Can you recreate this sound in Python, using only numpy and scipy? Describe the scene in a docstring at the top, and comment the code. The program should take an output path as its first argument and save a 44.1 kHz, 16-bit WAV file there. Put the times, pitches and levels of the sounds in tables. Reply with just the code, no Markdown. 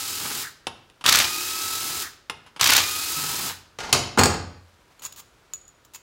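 """A cordless impact driver spins bolts out of an aluminium transmission on a steel workbench: three runs.
Gear-tooth harmonics whine over pulsed noise; hammer blows are noise cracks with ringing modes.
The socket knocks on metal, a heavy bolt clatters on the bench, the driver is stood down and rattles.
Gloves and cloth brush as noise, then loose bolts clink and scrape in the hand.
A small hard workshop adds reflections, a diffuse tail, standing waves, ventilation noise and hum."""
import sys
import numpy as np
from scipy import signal
from scipy.fft import rfft, irfft
from scipy.io import wavfile
from scipy.ndimage import uniform_filter1d

SR = 44100
rng = np.random.default_rng(int(sys.argv[2]) if len(sys.argv) > 2 else 0)


def to_wav(sig):
    """Store sig (one row per channel, or 1-D mono) as 16-bit WAV at the path in sys.argv[1].

    Samples outside -1..1 are clipped; the rate is SR.
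    """
    pcm = np.clip(np.atleast_2d(sig), -1, 1) * 32767
    pcm = np.round(pcm).astype(np.int16)
    wavfile.write(sys.argv[1], SR, pcm.T)  # frames by channels


N = 265466
T = np.arange(N) / SR
HIT = T[:SR]  # time axis of one event, 1 s


def undb(db):
    """Decibels to gain."""
    return 10 ** (np.asarray(db) / 20)


def unit(x):
    """Scale to rms 1."""
    return x / np.sqrt(np.mean(x ** 2))


def noise():
    """White noise for the whole scene."""
    return rng.standard_normal(N)


def fade(t, t60):
    """Exponential decay that begins at t = 0."""
    return np.exp(-np.log(1000) * np.maximum(t, 0) / t60)


def gate(start, end, rise, t60):
    """Swell from the start, hold, and die away after the end."""
    return np.clip((T - start) / rise, 0, 1) * fade(T - end, t60)


def walk(rate):
    """Smoothed random drift of rms 1, with rate new values per second."""
    size = max(int(SR / rate), 1)
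    steps = np.repeat(rng.standard_normal(N // size + 1), size)
    return unit(uniform_filter1d(steps, size)[:N])


def colour(x, points, tilt_db=0, size=4096):
    """Causal minimum-phase filter of unit power through (Hz, dB) points, tilted in dB per octave."""
    octave = np.log2(np.maximum(np.fft.rfftfreq(size, 1 / SR), 1))
    hz, db = np.transpose(points)
    gain = unit(undb(np.interp(octave, np.log2(hz), db) + tilt_db * octave))
    # fold the cepstrum to put all energy as early as possible
    cepstrum = irfft(np.log(gain + 1e-9))
    cepstrum[1:size // 2] *= 2
    cepstrum[size // 2 + 1:] = 0
    impulse = irfft(np.exp(rfft(cepstrum)))
    return signal.fftconvolve(x, impulse)[:len(x)]


def ring(modes):
    """Struck modes; every blow shares its force among them a little differently."""
    shares = undb(rng.standard_normal(len(modes))) * rng.choice([-1, 1], len(modes))
    out = np.zeros(len(HIT))
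    for share, (hz, db, t60) in zip(shares, modes):
        out += share * undb(db) * np.sin(2 * np.pi * hz * HIT) * fade(HIT, t60)
    return out


def add(track, s, sound):
    """Mix a sound in at time s."""
    start = int(s * SR)
    track[start:start + len(sound)] += sound[:N - start]


RING_DB = -21  # gain of the lasting ring beside the crack, before any muting


def strikes(rows, points, modes, rise, mute_db=0):
    """Each blow (s, dB, tilt dB per octave, crack t60 s): a noise crack plus the few modes that ring on."""
    out = np.zeros(N)
    for s, db, tilt_db, t60 in rows:
        force = np.tanh(2 * rng.standard_normal(len(HIT))) * 1.25
        crack = colour(force * fade(HIT, t60), points, tilt_db)
        lasting = undb(RING_DB + mute_db) * ring(modes)
        add(out, s, undb(db) * (crack + lasting) * np.minimum(HIT / rise, 1))
    return out


# Ventilation spectrum. Each row: frequency in Hz, relative density in dB per Hz.
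SHOP_COLOUR = [(18, -24.5), (30, 8.5), (244, -4), (294, -2), (372, -1), (795, -6), (860, -8), (1340, -3.5),
               (1840, -9.5), (2210, -10.5), (2950, -12.5), (3830, -12.5), (15800, -28.5)]
SHOP_DB = -60


def shop():
    """Steady ventilation noise with a faint mains hum at 119 Hz and a wavering tone at 958 Hz."""
    air = colour(noise(), SHOP_COLOUR) * undb(SHOP_DB + .6 * walk(2))
    hum = undb(-71.5) * np.sin(2 * np.pi * 119 * T)
    tone = undb(-73.5 + 3 * walk(9.8)) * np.sin(2 * np.pi * 958 * T)
    return air + hum + tone


# Tight bolts that need the hammer. Each row: first blow in seconds, breaks loose in seconds, blows per second.
TIGHT_BOLTS = [(1.0622, 1.2011, 31.8), (2.611, 2.779, 32.3)]
RECOVER_S = .19  # time constant


def thread_drag():
    """Drag on the motor, 0-1: full while a bolt is tight, easing off once it has broken loose."""
    drags = []
    for first, loose, _ in TIGHT_BOLTS:
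        easing = np.exp(-np.maximum(T - loose, 0) / RECOVER_S)
        drags.append((T > first - .1) * easing)
    return np.max(drags, axis=0)


# Trigger pulls. Each row: start in seconds, release in seconds, level in dB, free-running gear mesh in Hz,
# whine in dB re gear noise, bolt comes free in seconds, its wobble in dB, case drone in dB, brake squeal in dB.
TRIGGER_PULLS = [(-.2, 0.424, -30, 1292, -9, .17, -41, -52, -39),
                 (1.04, 2.023, -28.5, 1312, -5, 1.76, -46, -59.5, -40),
                 (2.595, 3.484, -28.5, 1302, -4, 3.16, -41, -44, -45.5)]
# Gear whine. Each row: multiple of the mesh, level running free in dB, level under load in dB.
WHINE_HARMONICS = [(1, -7, -7.5), (2, -12.5, -5.5), (3, -13, -11), (4, -14, -11), (5, -20, -21),
                   (6, -18, -21)]
# Gear noise and loose-bolt spectra. Each row: frequency in Hz, relative density in dB per Hz.
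GEAR_COLOUR = [(40, -23.5), (80, -9.5), (160, -21.5), (230, -15.5), (350, -9.5), (600, -23), (860, -11),
               (1050, -15), (1300, -9.5), (1900, -14), (3200, -9), (3750, -8), (5050, -6), (5600, -9.5),
               (7400, -7), (8500, -10.5), (15800, -12.5)]
WOBBLE_COLOUR = [(50, -20), (90, -7), (155, -2), (230, -3), (360, -2), (600, -12), (850, -1), (1400, -4),
                 (3000, -10), (8000, -26)]
SAG_HZ = 135  # loss of mesh frequency at full drag
WHINE_FLUTTER = .0045  # share of the pitch
WHINE_DRAG_DB, WHINE_FREE_DB = 3, -3.5  # lift at full drag, drop once the bolt is free


def driver(run):
    """One trigger pull: gear teeth whine and rattle, the freed bolt wobbles, the brake stops the motor."""
    start, release, db, mesh_hz, whine_db, free, wobble_db, drone_db, brake_db = run
    drag = thread_drag()
    speed_hz = mesh_hz - SAG_HZ * drag
    load = np.minimum(2 * drag, 1)
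    hz = speed_hz * fade(T - release, 1.6) * (1 + WHINE_FLUTTER * walk(70))
    teeth = 2 * np.pi * np.cumsum(hz) / SR
    spindle = teeth / 32

    # load presses the teeth together, which lifts the octave
    whine = np.zeros(N)
    for k, free_db, loaded_db in WHINE_HARMONICS:
        level_db = free_db + load * (loaded_db - free_db) + 2 * walk(50)
        whine += undb(level_db) * np.sin(k * teeth + .07 * k * walk(150))
    whine *= undb(WHINE_DRAG_DB * drag + WHINE_FREE_DB * np.clip((T - free) / .15, 0, 1))

    # rattle pulses with each tooth and swells with each spindle turn
    pulses = (1 + .5 * np.sin(teeth)) * (1 + .16 * np.sin(spindle))
    rattle = noise() * pulses * undb(1.3 * walk(300))
    # tooth errors repeat every turn: a dense comb of faint lines
    errors = rng.standard_normal(int(SR / 40))
    turning = np.interp(spindle / (2 * np.pi), np.arange(len(errors)) / len(errors), errors, period=1)
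    gear_noise = colour(unit(rattle + 0.65 * turning), GEAR_COLOUR)
    gears = undb(db) * (gear_noise + undb(whine_db) * whine) * gate(start, release, 0.033, 0.23)

    # out of its thread the bolt knocks about, and the case drones on the bench
    knocking = noise() * undb(3.5 * np.sin(spindle / 2) + 2 * walk(90))
    wobble = undb(wobble_db) * colour(knocking, WOBBLE_COLOUR)
    drone_colour = [(90, -32.5), (135, -8.5), (152, 4.5), (172, -5), (260, -34), (900, -69.0)]
    drone = undb(drone_db) * colour(noise(), drone_colour)
    freed = (wobble + drone) * gate(free, release - .03, 0.01, 0.11)

    squeal_colour = [(900, -32.0), (1250, -15), (1620, -6), (1900, -10.5), (3000, -36.5)]
    squeal = undb(brake_db) * colour(noise(), squeal_colour)
    return gears + freed + squeal * gate(release, release + 0.051, 0.013, 0.14)


# The socket knocks on metal as it is seated, fumbled about or lifted off.
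# Each row: time in seconds, level in dB, crack t60 in seconds.
SOCKET_KNOCKS = [(.6688, -16, .026), (.899, -43, 0.018), (1.01, -37.5, 0.063), (1.0559, -18, 0.023),
                 (2.2975, -18, .031), (2.463, -45, 0.12), (2.5619, -35, 0.066), (3.468, -33, 0.062),
                 (3.497, -32, 0.14)]
# Socket crack spectrum. Each row: frequency in Hz, relative density in dB per Hz.
SOCKET_COLOUR = [(50, -29), (110, -15), (400, -10), (700, -10), (900, -0.5), (1400, -2), (2150, -7.5),
                 (2850, -2.5), (4300, -10), (6800, -15.5), (8600, -20.5), (9800, -13), (11300, -24),
                 (15800, -38.5)]
# Transmission case. Each row: mode in Hz, level in dB, t60 in seconds.
CASE_MODES = [(915, -2, .19), (1071, -1, .16), (1400, -7, .1), (1739, -18, .3), (2826, -12, .25),
              (3025, -5, .1), (3440, -20, .2), (4070, -13, .1), (4942, -11, .07), (9500, -21, .26),
              (9798, -15, .2)]
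KNOCK_TILT_DB_PER_OCTAVE = -1.07
SLACK_DB, SLACK_T60_S = -25, 0.12


def socket():
    """The socket knocks on the case as it is handled, and takes up its slack when the motor starts."""
    knocks = [(s, db, KNOCK_TILT_DB_PER_OCTAVE, t60) for s, db, t60 in SOCKET_KNOCKS]
    slack = [(start, SLACK_DB, 0, SLACK_T60_S) for start, *_ in TRIGGER_PULLS if start > 0]
    return strikes(knocks + slack, SOCKET_COLOUR, CASE_MODES, rise=0.00065)


# A heavy bolt drops, tumbles and knocks. Each row: time in seconds, level in dB, crack t60 in seconds.
CLATTER = [(3.787, -27.5, 0.061), (3.803, -28.5, .11), (3.833, -31.5, 0.32), (3.891, -33, .15),
           (3.9273, -4.5, 0.033), (3.945, -20, 0.13)]
# Low thud spectrum. Each row: frequency in Hz, relative density in dB per Hz.
THUD_COLOUR = [(30, -18.5), (85, -2), (200, -4.5), (300, -1.5), (450, -0.5), (700, -2), (1200, -4.5),
               (2200, -15.5), (5000, -27.5), (15000, -46.5)]
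# Bench top and its load of tools. Each row: mode in Hz, level in dB, t60 in seconds.
BENCH_MODES = [(82, 0, .25), (132, -5, .35), (215, -8, .35), (295, -7, .35), (440, -3, .22), (472, -4, .22),
               (614, -4, .28), (668, -9, .3), (795, -5, .28), (856, -7, .3), (925, -6, .3), (1061, -8, .3),
               (1222, -6, .3), (1335, -12, .3), (1440, -11, .3)]
KNOCK_BOOM_DB, CLATTER_BOOM_DB = -27, -17  # re the knock
BOOM_TILT_DB_PER_OCTAVE, BOOM_T60_S = -1.5, 0.3


def bench_boom():
    """The steel top booms softly under every listed knock of socket or dropped bolt."""
    knocks = [(s, db + KNOCK_BOOM_DB) for s, db, _ in SOCKET_KNOCKS]
    knocks += [(s, db + CLATTER_BOOM_DB) for s, db, _ in CLATTER]
    rows = [(s, db, BOOM_TILT_DB_PER_OCTAVE, BOOM_T60_S) for s, db in knocks]
    return strikes(rows, THUD_COLOUR, BENCH_MODES, rise=0.0036)


# Hammer blow spectrum. Each row: frequency in Hz, relative density in dB per Hz.
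ANVIL_COLOUR = [(30, -35.5), (70, -12.5), (350, -13.5), (650, -12), (900, -2), (1450, -1), (2200, -0.5),
                (3850, 1), (7000, -4.5), (9200, -12.5), (12000, -13.5), (15800, -19)]
# Anvil. Each row: mode in Hz, level in dB, t60 in seconds.
ANVIL_MODES = [(1456, -4, 0.17), (1900, -5.5, .06), (3240, -8, 0.062), (3790, 0.5, 0.11), (4410, -13, .08)]
# the first blow bites, the rest bounce off hard, the last gives way dully; tilts in dB per octave
FIRST_BLOW_DB, FIRST_TILT_DB = -5.5, 0.4
BLOW_DB, BLOW_TILT_DB, BLOW_SCATTER_DB = -8, 5.5, 1.9
LAST_BLOW_DB, LAST_TILT_DB = -9, -0.5
BLOW_T60_S, CAM_DB = 0.025, -18
HAMMER_BOOM_DB = -30.5  # re the blow


def hammer():
    """The hammer hits the anvil at a steady rate until the bolt gives, grinding up its cam in between."""
    blows, strain = [], 0
    for first, loose, rate in TIGHT_BOLTS:
        beats = np.arange(first, loose, 1 / rate)
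        blows.append((first, FIRST_BLOW_DB, FIRST_TILT_DB, BLOW_T60_S))
        blows.append((loose, LAST_BLOW_DB, LAST_TILT_DB, BLOW_T60_S))
        for s in beats[1:]:
            db = BLOW_DB + BLOW_SCATTER_DB * rng.standard_normal()
            blows.append((s, db, BLOW_TILT_DB, BLOW_T60_S))
        # free rebound after each blow: the grinding dips
        rebound = sum(np.exp(-((T - s - .009) / .006) ** 2) for s in beats)
        strain = strain + undb(CAM_DB - 8 * rebound) * gate(first, loose, .004, 0.24)
    grind = colour(noise() * undb(3.5 * walk(220)), ANVIL_COLOUR, tilt_db=-0.45)
    boom_rows = [(s, db + HAMMER_BOOM_DB, BOOM_TILT_DB_PER_OCTAVE, BOOM_T60_S) for s, db, *_ in blows]
    boom = strikes(boom_rows, THUD_COLOUR, BENCH_MODES, rise=.005, mute_db=-3)
    return strikes(blows, ANVIL_COLOUR, ANVIL_MODES, rise=0.00013) + boom + strain * grind


# Bolt-on-bench crack spectrum. 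Each row: frequency in Hz, relative density in dB per Hz.
BENCH_COLOUR = [(35, -21), (60, -22.5), (632, -11), (780, -3), (985, -6.5), (1460, -8), (1980, -8.5),
                (2180, -9), (3810, -10.5), (4090, -10.5), (5800, -9), (15800, -33.5)]
CLATTER_TILT_DB_PER_OCTAVE = 3  # hardest contact
TILT_LOSS_PER_DB = 0.21  # fall of that tilt per dB of lost force


def dropped_bolt():
    """A bolt clatters, harder contacts brighter, with only a faint ring beside each crack."""
    hardest_db = max(db for _, db, _ in CLATTER)
    contacts = []
    for s, db, t60 in CLATTER:
        tilt_db = CLATTER_TILT_DB_PER_OCTAVE - TILT_LOSS_PER_DB * (hardest_db - db)
        contacts.append((s, db, tilt_db, t60))
    return strikes(contacts, BENCH_COLOUR, BENCH_MODES, rise=.0002, mute_db=-14)


# The driver rocks as it is stood down. Each row: contact in seconds, socket rattle in dB.
ROCKING = [(4.174, -26), (4.185, -15), (4.1911, -6.5), (4.211, -17), (4.2345, -7), (4.2566, -11.5),
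           (4.341, -32)]
# Rattle spectrum. Each row: frequency in Hz, relative density in dB per Hz.
TOOL_COLOUR = [(100, -22), (1200, 2.5), (3700, -8), (4400, -2), (4900, -4), (5400, -5.5), (6150, -11.5),
               (6800, 0.5), (7400, -9), (7900, -6.5), (8700, -12), (11000, -22), (15800, -26)]
# Driver and socket. Each row: mode in Hz, level in dB, t60 in seconds.
TOOL_MODES = [(4420, -5, .09), (5350, -8, .07), (6750, -2, .08), (6795, 0, .08), (7900, -5, .07)]
RATTLE_TILT_DB_PER_OCTAVE, RATTLE_T60_S = 2.5, 0.032
THUD_DB, THUD_T60_S = -12, 0.12  # level at the first contact
SETTLE_DB_PER_S, DULLING_DB_PER_OCTAVE_S = 79, 22.5


def stood_down():
    """Each contact rattles the socket, now harder, now lighter, over thuds that grow weaker and duller."""
    landing = ROCKING[0][0]
    rattles = [(s, db, RATTLE_TILT_DB_PER_OCTAVE, RATTLE_T60_S) for s, db in ROCKING]
    thuds = []
    for s, _ in ROCKING:
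        settled = s - landing
        thud_db = THUD_DB - SETTLE_DB_PER_S * settled
        thuds.append((s, thud_db, -DULLING_DB_PER_OCTAVE_S * settled, THUD_T60_S))
    shaking = strikes(rattles, TOOL_COLOUR, TOOL_MODES, rise=0.00045, mute_db=-9.5)
    return shaking + strikes(thuds, THUD_COLOUR, BENCH_MODES, rise=0.003, mute_db=-0.5)


def sleeves():
    """Cloth and gloves brush softly, as fluctuating noise, while the arms reach for the bolts."""
    brush = colour(noise(), [(200, -9), (900, 5.5), (3000, -2.5), (7000, -8), (15000, -19.5)])
    return brush * undb(-66.5 + 3.2 * walk(19) + 2 * walk(200)) * gate(4.47, 5.5, 0.21, .5)


# Sliding steel spectrum. Each row: frequency in Hz, relative density in dB per Hz.
STEEL_COLOUR = [(150, -21.5), (700, -20), (1000, -10.5), (2100, -17), (2900, -12), (5800, -15),
                (6900, -6.5), (8200, -15.5), (12000, -18), (15800, -13.5)]


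def slips(length, swell_db=0):
    """Steel slides on steel in tiny slips for the given time."""
    grain = rng.standard_normal(len(HIT)) * undb(1.75 * walk(700)[:len(HIT)])
    swell = undb(swell_db * np.minimum(HIT / length - 1, 0))
    return colour(grain * swell * fade(HIT - length, 0.019), STEEL_COLOUR)


# Loose bolts tap each other. Each row: time in seconds, click in dB, ring in dB, glove damping t60 in seconds.
CLINKS = [(4.9945, -47.5, -47, .2), (5.051, -36, -25, 0.089), (5.1237, -40, -48, .1),
          (5.5357, -35.5, -27.5, 1.5), (5.6796, -53.5, -44, .6), (5.849, -47.5, -62, .1),
          (5.948, -37.5, -37, .1)]
# Threads slide over each other. Each row: start in seconds, length in seconds, level in dB.
SCRAPES = [(5.021, .045, -34.5), (5.161, 0.043, -40), (5.936, 0.026, -40)]
# Hanging bolt shank before glove damping. Each row: mode in Hz, level in dB, t60 in seconds.
BOLT_MODES = [(6901, -12, .45), (6950, -7, .12), (6870, 1, .055), (6729, -24, .3), (7908, -32, .3)]
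CLINK_S, SCRAPE_SWELL_DB = 0.0018, 7


def bolts():
    """Bolts in the hand tap and ring, and scrape thread on thread, harder towards the end."""
    out = np.zeros(N)
    for s, click_db, ring_db, t60 in CLINKS:
        click = undb(click_db) * slips(CLINK_S)
        damped_ring = undb(ring_db) * ring(BOLT_MODES) * fade(HIT, t60)
        add(out, s, click + damped_ring)
    for s, length, db in SCRAPES:
        add(out, s, undb(db) * slips(length, SCRAPE_SWELL_DB))
    return out


# Decay of the workshop. Each row: frequency in Hz, t60 in seconds.
ROOM_T60 = [(60, .85), (160, .66), (420, .56), (1100, .56), (2900, .55), (5000, .52), (8000, .37),
            (15000, .23)]
# Standing waves. Each row: mode in Hz, level in dB, t60 in seconds.
ROOM_MODES = [(88.5, 0, .75), (140, -2, .6), (165, -7, .5), (226, -9, .5)]


def room(x, wet_db, early_db, boom_db):
    """Quick reflections, a diffuse tail whose treble dies first, and slowly building standing waves."""
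    hz, t60s = np.transpose(ROOM_T60)
    log_hz = np.log(np.maximum(np.fft.rfftfreq(len(HIT), 1 / SR), 1))
    spectrum = rfft(rng.standard_normal(len(HIT)))
    # overlapping bands, each with its own decay
    tail = np.zeros(len(HIT))
    for share, t60 in zip(np.eye(len(hz)), t60s):
        band = irfft(spectrum * np.interp(log_hz, np.log(hz), share), len(HIT))
        tail += band * fade(HIT, t60)
    tail = unit(tail * np.minimum(HIT / 0.014, 1))
    # sparse echoes off bench and wall
    echoes = rng.standard_normal(len(HIT)) * (rng.random(len(HIT)) < .05)
    early = unit(echoes * (HIT > .003) * fade(HIT, 0.06))
    boom = unit(ring(ROOM_MODES) * np.minimum(HIT / 0.02, 1))
    response = undb(wet_db) * tail + undb(early_db) * early + undb(boom_db) * boom
    return x + signal.fftconvolve(x, response)[:N] / np.sqrt(len(HIT))


def scene():
    """Work at the transmission is close; the bench behind it is further off and wetter."""
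    tool = sum(driver(run) for run in TRIGGER_PULLS) + hammer()
    near = room(tool, wet_db=-13, early_db=-16, boom_db=-27)
    hands = room(socket() + bolts() + sleeves(), wet_db=-13.0, early_db=-10.0, boom_db=-20)
    bench = room(dropped_bolt() + stood_down() + bench_boom(), wet_db=-6.5, early_db=-8, boom_db=-27)
    mono = near + hands + bench + shop()
    return np.array([mono, mono])


TOP_HZ = 15800


def record(dry):
    """A mono phone microphone drops the deep bass, rounds the highest peaks and cuts the top."""
    thin = signal.sosfilt(signal.butter(3, 42, "high", fs=SR, output="sos"), dry)
    rounded = np.tanh(0.92 * thin) / 0.91
    return signal.sosfilt(signal.ellip(10, .1, 80, TOP_HZ, fs=SR, output="sos"), rounded)


dry = scene()
out = record(dry)
to_wav(out)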